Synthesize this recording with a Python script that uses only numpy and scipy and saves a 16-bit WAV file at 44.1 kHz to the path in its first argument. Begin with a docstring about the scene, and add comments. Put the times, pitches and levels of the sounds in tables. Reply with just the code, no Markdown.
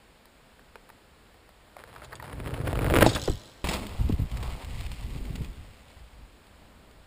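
"""A forest trail with a wooden drop, a small camera just under the lip. A mountain bike snaps over twigs
and stones, drums up the ramp, cracks across the last planks and slaps the end board against its support.
The chain jangles and the freehub ticks through the air, both wheels thud and spray into the dirt, and the
bike crunches away, chain rattling, while its wake buffets the microphone. Under it all sit a faint bed
of forest air and the echo of the trunks."""
import sys
import numpy as np
from scipy import signal
from scipy.fft import rfft, irfft
from scipy.io import wavfile
from scipy.ndimage import uniform_filter1d

SR = 44100
rng = np.random.default_rng(int(sys.argv[2]) if len(sys.argv) > 2 else 0)


def output_pcm(signal):
    """Save a mono or channel-first signal as 16-bit PCM at the path in sys.argv[1].

    Samples are clipped to [-1, 1] before scaling.
    """
    pcm = np.clip(np.atleast_2d(signal).T, -1, 1) * 32767
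    wavfile.write(sys.argv[1], SR, np.round(pcm).astype(np.int16))


N = 311346
T = np.arange(N) / SR
SPEED_M_S, TYRE_NEAR_M = 7.23, 0.6  # riding speed; closest the tyres come to the microphone
EARSHOT_S, MOUNT_S, HUB_PASS_S, TOUCHDOWN_S = 1.905, 2.35, 3.24, 3.645

# Cue lists. Levels are trims ahead of the mix; a decay is the time to fall 60 dB.
# twigs and stones snapping: start_s, body_db, tick_db, crumble_ratio
SNAPS = [(0.2555, -47.5, -37, 0.4), (0.5942, -42, -46, 0), (0.7566, -31, -38, .07),
         (0.8914, -42.5, -36, .2), (0.9008, -37.5, -36, .1), (1.3428, -50, -45, .3),
         (1.4913, -43.5, -38.5, 0.06), (1.767, -30.5, -33, .05), (1.8385, -30.5, -35, .07),
         (1.899, -45, -52, 0.2), (1.9624, -31, -35, 0.17), (2.0194, -34, -37, 0.08), (2.1236, -34, -40, .7),
         (2.129, -30, -34, .6), (2.1335, -31, -38, .6), (2.1985, -29.5, -34, .6), (2.225, -29.5, -31, 0.8)]
# front wheel and almost unloaded rear wheel leaving the ramp: lip_s, rumble_db, grit_db
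WHEELS = [(3.031, -22, -33.5), (3.17, -39.5, -42)]
# chain and frame jangles, plus one sharp stone tick at 2.15 s: start_s, level_db, decay_s
JANGLES_AND_TICK = [(2.044, -38, 0.049), (2.1545, -29, 0.0026), (3.062, -13.5, 0.09), (3.089, -21, 0.13),
                    (3.13, -26, 0.063), (3.149, -18.5, 0.052), (3.242, -29, 0.11), (3.688, -19.5, 0.04),
                    (3.737, -20.5, 0.041)]
# hard tyre hits on the planks: start_s, level_db
PLANK_HITS = [(2.3302, -24.5), (2.4018, -24), (2.461, -23.5), (2.4742, -22), (2.508, -25.5),
              (2.5432, -21.5), (2.6714, -22), (2.677, -20.5), (2.7301, -17), (2.7559, -18.5), (2.7912, -13),
              (2.8202, -20.5), (2.8452, -12.5), (2.865, -16), (2.9005, -12), (2.9087, -13), (2.9396, -6.5),
              (2.9465, -10), (2.9564, -6), (2.9641, -2.5), (2.9715, -7.5), (2.9871, -4.5), (3.0094, -4),
              (3.0165, -4.5), (3.0265, 1.5), (3.163, -14.5)]
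# volleys of tread knobs scraping over an edge: start_s, level_db, length_s
SCRAPES = [(2.672, -22.5, 0.0091), (3.01, -12, 0.0059), (3.021, -5, 0.0097), (3.159, -20.5, 0.014)]
# end board slapping its support: start_s, level_db, contact_s
BOARD_SLAPS = [(3.0117, -16, 0.00079), (3.0243, -25, 0.00047), (3.0639, 1.5, 0.00059), (3.07, -11, 0.00086)]
# wake gusts on the microphone: start_s, length_s, level_db
GUSTS = [(3.291, 0.023, -26), (3.656, 0.3, -39), (3.998, .15, -26.5), (4.195, .04, -28), (4.319, .23, -32),
         (4.649, 0.29, -35.5), (4.996, 0.444, -33.5), (5.474, .04, -37), (5.579, 0.043, -38),
         (5.672, .02, -44.5), (5.965, 0.077, -47.5), (6.14, 0.11, -47), (6.95, 0.074, -51.5)]
# single eddies on the microphone: start_s, level_db, first_pitch_hz, length_s
EDDIES = [(3.277, -17.5, 790, 0.019), (3.296, -26, 630, 0.023), (4.003, -25, 218, 0.03),
          (4.095, -20, 446, 0.021), (4.121, -19.5, 190, 0.042), (4.19, -22.5, 216, 0.033),
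          (5.151, -29, 240, 0.035), (5.298, -30, 240, .032), (5.404, -26.5, 250, 0.034)]
# wheels hitting the dirt: start_s, spray_db, spray_decay_s, thud_db
LANDING_HITS = [(3.642, -18, 0.08, -21.5), (3.67, -22, 0.036, -46), (3.688, -16.5, 0.051, -28),
                (3.692, -16, 0.032, -38), (3.711, -20.5, 0.055, -26), (3.738, -22, 0.08, -32)]
# fader moves for the tyres on the trail: time_s, needle_crunch_db, soil_scuff_db
TRAIL_LEVELS = [(3.72, -40.5, -45), (3.74, -37, -37), (3.81, -46, -45.5), (4.23, -56, -55),
                (4.48, -50, -45.5), (4.78, -51, -56), (5.4, -56, -58.5), (6.27, -68.5, -71),
                (6.82, -83, -68)]
# hollow ground drumming under the tyres: start_s, length_s, level_db
HOLLOWS = [(3.73, 0.058, -36.5), (5.079, 0.35, -47.5), (6.612, 0.32, -61.5)]
# hard chain slaps down the trail: start_s, level_db
CHAIN_SLAPS = [(3.867, -23), (4.09, -29), (4.123, -28), (4.315, -30), (4.3708, -24.5), (4.4277, -25),
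               (4.4916, -30.5), (4.647, -23), (4.808, -25.5), (4.864, -25.5), (4.9167, -26.5), (5.252, -33),
               (5.3558, -24), (5.4458, -29.5), (6.468, -42), (6.912, -37.5)]

# Resonances: pitch_hz, level_db, decay_s
STEEL_MODES = [(2750, -11, .04), (3470, 0.5, .08), (3754, 1, 0.047), (4010, -3.5, .07),
               (4490, 12.5, 0.0059), (4834, 0.5, 0.048), (5220, 1, 0.042), (6780, -7, 0.045),
               (6740, -37, 0.034), (7010, -8, 0.04), (7800, -5, 0.059), (8810, -5, 0.068)]  # drivetrain steel
BOARD_MODES = [(223, -21, 0.049), (273.4, 5.5, 0.14), (332, -1, 0.13), (348, 7, 0.073), (404, -7, 0.06),
               (508, -5.5, 0.16), (638, 11.5, 0.036), (848, 3, 0.07), (1070, -25, 0.043), (1300, -9, .08)]  # wooden board

# EQ curves: frequency_hz, gain_db
FOREST_EQ = [(20, -6.5), (55, 2.5), (100, -6.5), (200, -6), (330, -10), (500, -9), (1000, -13),
             (1500, -14.5), (4000, -20.5), (8000, -25.5), (10000, -29.5), (15000, -31)]  # air among the trees
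SNAP_EQ = [(150, -53), (500, 2.5), (1300, 3), (2000, -3), (3000, -19), (8000, -35)]  # dull body of a snap
TICK_EQ = [(1500, -33), (4000, -2.5), (7500, -13), (10500, -4), (15000, -6)]  # its thin top
DECK_EQ = [(20, -21), (45, 0.5), (90, 2), (135, 0), (190, -12.5), (290, -9.5), (600, -17), (1500, -51.5)]  # low rumble of the ramp
GRIT_EQ = [(100, -26), (450, 0), (900, -1.5), (1600, -5.5), (2800, -13.5), (4500, -18.5), (7500, -24),
           (10000, -18.5), (15000, -25.5)]  # grit under the treads
PAWL_EQ = [(1500, -50), (3000, -0.5), (4100, -6), (4700, -7.5), (6000, 1.5), (7000, -6.5), (8000, -14),
           (9500, -16.5), (15000, -20.5)]  # bright steel click
CRACK_EQ = [(60, -2), (150, -4.5), (450, 4.5), (900, -3), (1350, -1.5), (1900, -5.5), (2800, -8.5),
            (4500, -21), (7500, -24.5), (10000, -17), (15000, -20)]  # tyre striking wood
WIND_EQ = [(15, -4.5), (35, -2), (60, 3), (100, -7), (160, -18.5), (300, -37), (800, -61)]  # bass-heavy buffeting
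DIRT_EQ = [(80, 4), (200, 12.5), (500, 6), (900, 10), (1500, -3), (2400, 3.5), (4500, -7.5), (8500, -9),
           (11000, -13), (15000, -12.5)]  # landing spray
NEEDLE_EQ = [(600, -15), (1500, -8), (2000, 2.5), (2800, 1), (4200, -3.5), (5500, -5.5), (9000, -8.5),
             (10700, -15), (15000, -16.5)]  # crisp needle crunch
SOIL_EQ = [(100, -7), (300, -6.5), (500, 0.5), (850, 0), (1250, -4), (1700, -16), (3000, -30)]  # dull soil scuff
GROUND_EQ = [(80, -17), (200, 8), (340, 1), (450, -4.5), (800, -30)]  # drumming ground
CLATTER_EQ = [(300, -1), (1500, -1), (2800, 3), (5000, -2), (8500, -5.5), (11000, -15), (15000, -8)]  # chain links


def undb(db):
    """Decibels to gain."""
    return 10 ** (np.asarray(db) / 20)


def unit(x):
    """Scale to rms 1."""
    return x / np.sqrt(np.mean(x ** 2))


def peak(x):
    """Scale to peak 1."""
    return x / np.abs(x).max()


def even(x):
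    """Hold the short-term rms at 1."""
    return x / np.sqrt(uniform_filter1d(x ** 2, size=3000))


def fade(decay_s, size=8192):
    """Exponential tail, 60 dB down after decay_s."""
    return np.exp(-np.log(1000) * T[:size] / decay_s)


def burst(decay_s, size=8192):
    """Dying noise."""
    return rng.standard_normal(size) * fade(decay_s, size)


def eq(x, curve, size=4096):
    """Minimum-phase EQ: nothing rings ahead of a transient."""
    hz, db = np.transpose(curve)
    gain = undb(np.interp(np.log(np.fft.rfftfreq(size, 1 / SR) + 1), np.log(hz), db))
    cepstrum = irfft(np.log(gain))[:size // 2]
    cepstrum[1:] *= 2
    return signal.fftconvolve(x, irfft(np.exp(rfft(cepstrum, size))))[:len(x)]


def vary(curve, spread_db):
    """Random ripple on an EQ curve: every spot of the wood has its own colour."""
    hz, db = np.transpose(curve)
    bands_hz = np.geomspace(hz[0], hz[-1], num=28)
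    ripple_db = spread_db * rng.standard_normal(len(bands_hz))
    return np.column_stack([bands_hz, np.interp(np.log(bands_hz), np.log(hz), db) + ripple_db])


def ring(modes, longest_s=np.inf):
    """Struck resonances, their decays capped at longest_s."""
    return sum(undb(db) * np.sin(2 * np.pi * hz * T[:8192]) * fade(min(decay_s, longest_s))
               for hz, db, decay_s in modes)


def drift(rate_hz):
    """Smooth random modulation with a spread near 1."""
    hold = int(SR / rate_hz)
    steps = np.repeat(rng.standard_normal(N // hold + 1), hold)
    return 1.3 * uniform_filter1d(uniform_filter1d(steps, hold), hold)[:N]


def grains(per_s, spread_db):
    """Random clicks of unequal size."""
    size = undb(spread_db * np.minimum(rng.exponential(size=N), 4))
    return (rng.random(N) < per_s / SR) * size * rng.choice([-1, 1], N)


def nearness(s, pass_s, near_m):
    """Pass-by gain: falls as 1 / distance, 1 at the closest point."""
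    return near_m / np.hypot(SPEED_M_S * (s - pass_s), near_m)


def swell(s, hold_s, attack_s, release_db_per_s):
    """Envelope that reaches 1 at s, holds and dies away."""
    attack = np.clip(1 + (T - s) / attack_s, 0, 1) ** 2
    return attack * undb(-release_db_per_s * np.maximum(T - s - hold_s, 0))


def add(out, s, x):
    """Mix a sound in at time s."""
    i = int(s * SR)
    out[i:i + len(x)] += x[:N - i]


def forest(air_db=-56.5, echo_db=-21, decay_s=1.78):
    """A bed of faint air, and the impulse response of trunks scattering the sound."""
    air = unit(eq(rng.standard_normal(N), FOREST_EQ)) * undb(air_db + 0.5 * drift(4.93))
    bloom = 1 - fade(0.22, size=65536)
    trunks = eq(burst(decay_s, size=65536) * bloom, [(60, -6), (300, -3), (2500, -1), (5000, 3.5), (12000, -2)])
    return air, undb(echo_db) * trunks / np.linalg.norm(trunks)


def twig_snaps(tick_trim_db=-3, crumble_s=0.051):
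    """Twigs and stones snap under the tyres: a dull, crumbling body with a thin tick on top."""
    out = np.zeros(N)
    for s, body_db, tick_db, crumble in SNAPS:
        push = crumble * burst(crumble_s) * fade(crumble_s)
        push[0] += 1
        add(out, s, undb(body_db) * peak(eq(push, vary(SNAP_EQ, spread_db=4.5))))
        add(out, s, undb(tick_db + tick_trim_db) * peak(eq(burst(0.012), TICK_EQ)))
    return out


def ramp_roll(loss_db_per_m=3.5, soil_db=-6, mount_fade_s=0.046, attack_s=0.52, patchy_db=3.5):
    """Tread knobs drum on the deck and grind its grit, building as each wheel nears the lip."""
    surface = undb(soil_db * np.clip((MOUNT_S - T) / mount_fade_s, 0, 1))  # softer before the ramp
    rumble_gain = grit_gain = 0
    for lip_s, rumble_db, grit_db in WHEELS:
        to_go_m = SPEED_M_S * np.maximum(lip_s - T, 0)
        drumming = swell(EARSHOT_S, lip_s - EARSHOT_S, attack_s, release_db_per_s=113)
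        grinding = swell(EARSHOT_S, lip_s - EARSHOT_S, attack_s, release_db_per_s=100)
        rumble_gain += undb(rumble_db - loss_db_per_m * to_go_m) * drumming
        grit_gain += undb(grit_db) * nearness(T, lip_s, TYRE_NEAR_M) * grinding
    rumble = even(eq(grains(900, 4.3), DECK_EQ)) * rumble_gain * surface
    grit = unit(eq(grains(2200, 4.3), GRIT_EQ)) * grit_gain
    return rumble + grit * undb(patchy_db * drift(60))


def jangles_and_stone_tick(detune=0.02, clash_db=-1):
    """Chain and frame jangles, plus one sharp stone tick: bright bursts with a ring that shifts pitch."""
    out = np.zeros(N)
    for s, db, decay_s in JANGLES_AND_TICK:
        shake = burst(decay_s)
        modes = [(hz * (1 + detune * rng.standard_normal()), *rest) for hz, *rest in STEEL_MODES]
        add(out, s, undb(db) * peak(signal.fftconvolve(shake, ring(modes, longest_s=0.035))))
        add(out, s, undb(db + clash_db) * peak(eq(shake, PAWL_EQ)))
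    return out


def plank_hit(ring_db=-21):
    """One tyre hit: a sharp crack, a splutter of small contacts and a short wooden boom."""
    splutter = 0.076 * burst(0.012)
    boom = 0.011 * eq(burst(0.07), [(100, 6), (500, 6), (1200, -6), (4000, -20)])
    push = splutter + boom
    push[0] += 1
    # each hit lands on another spot and wakes the resonances differently
    modes = [(hz, db + 4 * rng.standard_normal(), decay_s) for hz, db, decay_s in BOARD_MODES]
    crack = peak(eq(push, vary(CRACK_EQ, spread_db=3.5)))
    return crack + undb(ring_db) * peak(ring(modes))


def plank_clatter(hit_trim_db=1, rebound_s=0.0042, rebound_db=-10, light_per_s=14, light_db=-15):
    """Planks drop back after each hard hit; treads scrape the edges and lighter hits fall at random."""
    out = np.zeros(N)
    for s, db in PLANK_HITS:
        add(out, s, undb(db + hit_trim_db) * plank_hit())
        add(out, s + rebound_s, undb(db + rebound_db) * plank_hit())
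    for s, db, length_s in SCRAPES:
        knobs = rng.standard_normal(4096) * (T[:4096] < length_s)
        add(out, s, undb(db) * peak(eq(knobs, CRACK_EQ)))
    lip_s = WHEELS[0][0]
    for slot_s in np.arange(MOUNT_S, lip_s, 1 / light_per_s):
        s = min(slot_s + rng.random() / light_per_s, lip_s)
        add(out, s, undb(light_db) * nearness(s, lip_s, TYRE_NEAR_M) * plank_hit())
    return out


def end_board(ring_db=-5):
    """The last board slaps its support and rings; a longer contact is duller."""
    out = np.zeros(N)
    slap = peak(ring([(540, -2, 0.0087), (760, 0, 0.012)]))
    body = slap + undb(ring_db) * peak(ring(BOARD_MODES, longest_s=0.13))
    for s, db, contact_s in BOARD_SLAPS:
        push = T[:512] * np.exp(-2 * np.pi * T[:512] / contact_s)
        add(out, s, undb(db) * peak(np.convolve(body, push)))
    return out


def freehub(coast_s=3.056, clicks_per_s=100, weak_db=-6, scatter_db=2, level_db=-39.5, falloff=1.86):
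    """Pawls tick, strong and weak in turn, and ring the hub shell as the bike flies past."""
    clicks = np.zeros(N)
    for k, s in enumerate(np.arange(coast_s, TOUCHDOWN_S, 1 / clicks_per_s)):
        pawl = burst(0.016)
        slack_s = 0.0007 * rng.standard_normal()
        add(clicks, s + slack_s, pawl * undb(weak_db * (k % 2) + scatter_db * rng.standard_normal()))
    shell = signal.fftconvolve(clicks, ring([(4080, 0, 0.05), (7950, -4, 0.025)]))[:N]
    hub = eq(clicks, PAWL_EQ) + 0.016 * shell
    hub /= hub[(T > coast_s) & (T < TOUCHDOWN_S)].std()
    return hub * undb(level_db) * nearness(T, HUB_PASS_S, near_m=0.66) ** falloff


def wake_gusts(stirred_db=-57.5, sag_db_per_s=4.5, flutter_db=1.5, swirl_db=-8):
    """Gusts rumble on the microphone, stronger ones reaching higher; the air stays faintly stirred."""
    gust = undb(stirred_db) * np.clip(T - HUB_PASS_S, 0, 1)
    for s, length_s, db in GUSTS:
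        sag_db = sag_db_per_s * np.maximum(T - s, 0)
        envelope = swell(s, length_s, attack_s=0.027, release_db_per_s=304)
        gust = np.maximum(gust, undb(db - sag_db) * envelope)
    gust *= undb(flutter_db * drift(22))
    rumble = even(eq(rng.standard_normal(N), WIND_EQ))
    swirl_eq = [(50, -18), (110, 6.5), (170, -2), (260, -6), (400, -22), (900, -52.5)]
    swirl = unit(eq(rng.standard_normal(N), swirl_eq))
    return gust * (rumble + undb(swirl_db) * swirl * (gust / gust.max()) ** 0.34)


def port_hiss(buffet, level_db=-39):
    """Turbulence hisses in the microphone port: a thin, high band riding on the buffeting."""
    hiss_eq = [(9000, -40), (11400, -16), (12000, 0), (12600, -16), (15000, -40)]
    return undb(level_db) * unit(eq(rng.standard_normal(N), hiss_eq)) * buffet


def eddies(slowed_ratio=0.4, ragged=0.27):
    """Single eddies strike the microphone: ragged blips that dive in pitch as they slow."""
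    out = np.zeros(N)
    for s, db, first_hz, length_s in EDDIES:
        age = np.linspace(0, 1, int(length_s * SR))
        pitch_hz = first_hz * (slowed_ratio + (1 - slowed_ratio) * np.exp(-5 * age))
        tumble_eq = [(first_hz, 0), (2 * first_hz, -9), (8 * first_hz, -50)]
        tumble = unit(eq(rng.standard_normal(len(age)), tumble_eq))
        spin = np.sin(2 * np.pi * np.cumsum(pitch_hz) / SR) + ragged * tumble
        add(out, s, undb(db) * np.sin(np.pi * np.sqrt(age)) ** 2 * spin)
    return out


def landing():
    """The wheels spray dirt and thud into soft ground."""
    out = np.zeros(N)
    thud = peak(ring([(62.6, 9.5, 0.11), (179, 5.5, 0.062)]))
    for s, spray_db, decay_s, thud_db in LANDING_HITS:
        spray = grains(7000, 3.5)[:8192] * fade(decay_s)
        add(out, s, undb(spray_db) * peak(eq(spray, DIRT_EQ)) + undb(thud_db) * thud)
    return out


def trail_roll(scuff_trim_db=0.5, rattles_db=-10, ground_db=-4, patchy_db=2):
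    """Tyres crunch away over needles, scuff the soil and drum on hollow ground, while the chain rattles lightly
    at random."""
    times_s, needles_db, soil_db = np.transpose(TRAIL_LEVELS)
    landed = T > TOUCHDOWN_S
    rolling = undb(np.interp(T, times_s, needles_db)) * landed
    scuffing = undb(np.interp(T, times_s, soil_db) + scuff_trim_db) * landed
    crunch = unit(eq(grains(2500, 3.2), NEEDLE_EQ)) * rolling
    scuff = unit(eq(grains(1500, 2.8), SOIL_EQ)) * scuffing
    rattles = unit(eq(grains(30, 1.3), CLATTER_EQ)) * rolling * undb(rattles_db)
    hollow = sum(undb(db) * swell(s, length_s, attack_s=0.061, release_db_per_s=106)
                 for s, length_s, db in HOLLOWS)
    rumble = unit(eq(grains(600, 1.7), GROUND_EQ)) * np.hypot(rolling * undb(ground_db), hollow)
    return (crunch + scuff) * undb(patchy_db * drift(45)) + rattles + rumble


def chain_slaps(decay_s=0.029):
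    """At each bump the chain slaps in a tight cluster of clicks."""
    out = np.zeros(N)
    for s, db in CHAIN_SLAPS:
        links = grains(3000, 3)[:8192] * fade(decay_s)
        add(out, s, undb(db) * peak(eq(links, CLATTER_EQ)))
    return out


def port_notches(x, leak):
    """The cavity in front of the microphone cancels two treble bands; leak partly fills them."""
    notched = signal.lfilter(*signal.iirnotch(6020, Q=3.1, fs=SR), x)
    notched = signal.lfilter(*signal.iirnotch(12000, Q=7, fs=SR), notched)
    return notched + leak * (x - notched)


def scene(behind_send_db=-2):
    """Mono mix of ramp, flight and run-out; sound from ahead fills the notches more than from behind."""
    behind = twig_snaps() + ramp_roll() + plank_clatter() + end_board()
    ahead = jangles_and_stone_tick() + freehub() + landing() + trail_roll() + chain_slaps()
    air, trunks = forest()
    echo = signal.fftconvolve(undb(behind_send_db) * behind + ahead, trunks)[:N]
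    buffet = wake_gusts() + eddies()
    mix = port_notches(behind + air + buffet, leak=0.13) + port_notches(ahead + echo, leak=0.19)
    return (mix + port_hiss(buffet))[None]


def record(dry, ceiling=0.8, top_hz=15350):
    """The camera soft-clips the loudest peaks and cuts the top end."""
    rounded = dry / (1 + (dry / ceiling) ** 4) ** 0.25
    return signal.sosfilt(signal.ellip(10, 0.2, 80, top_hz, fs=SR, output="sos"), rounded)


dry = scene()
out = record(dry)
output_pcm(out)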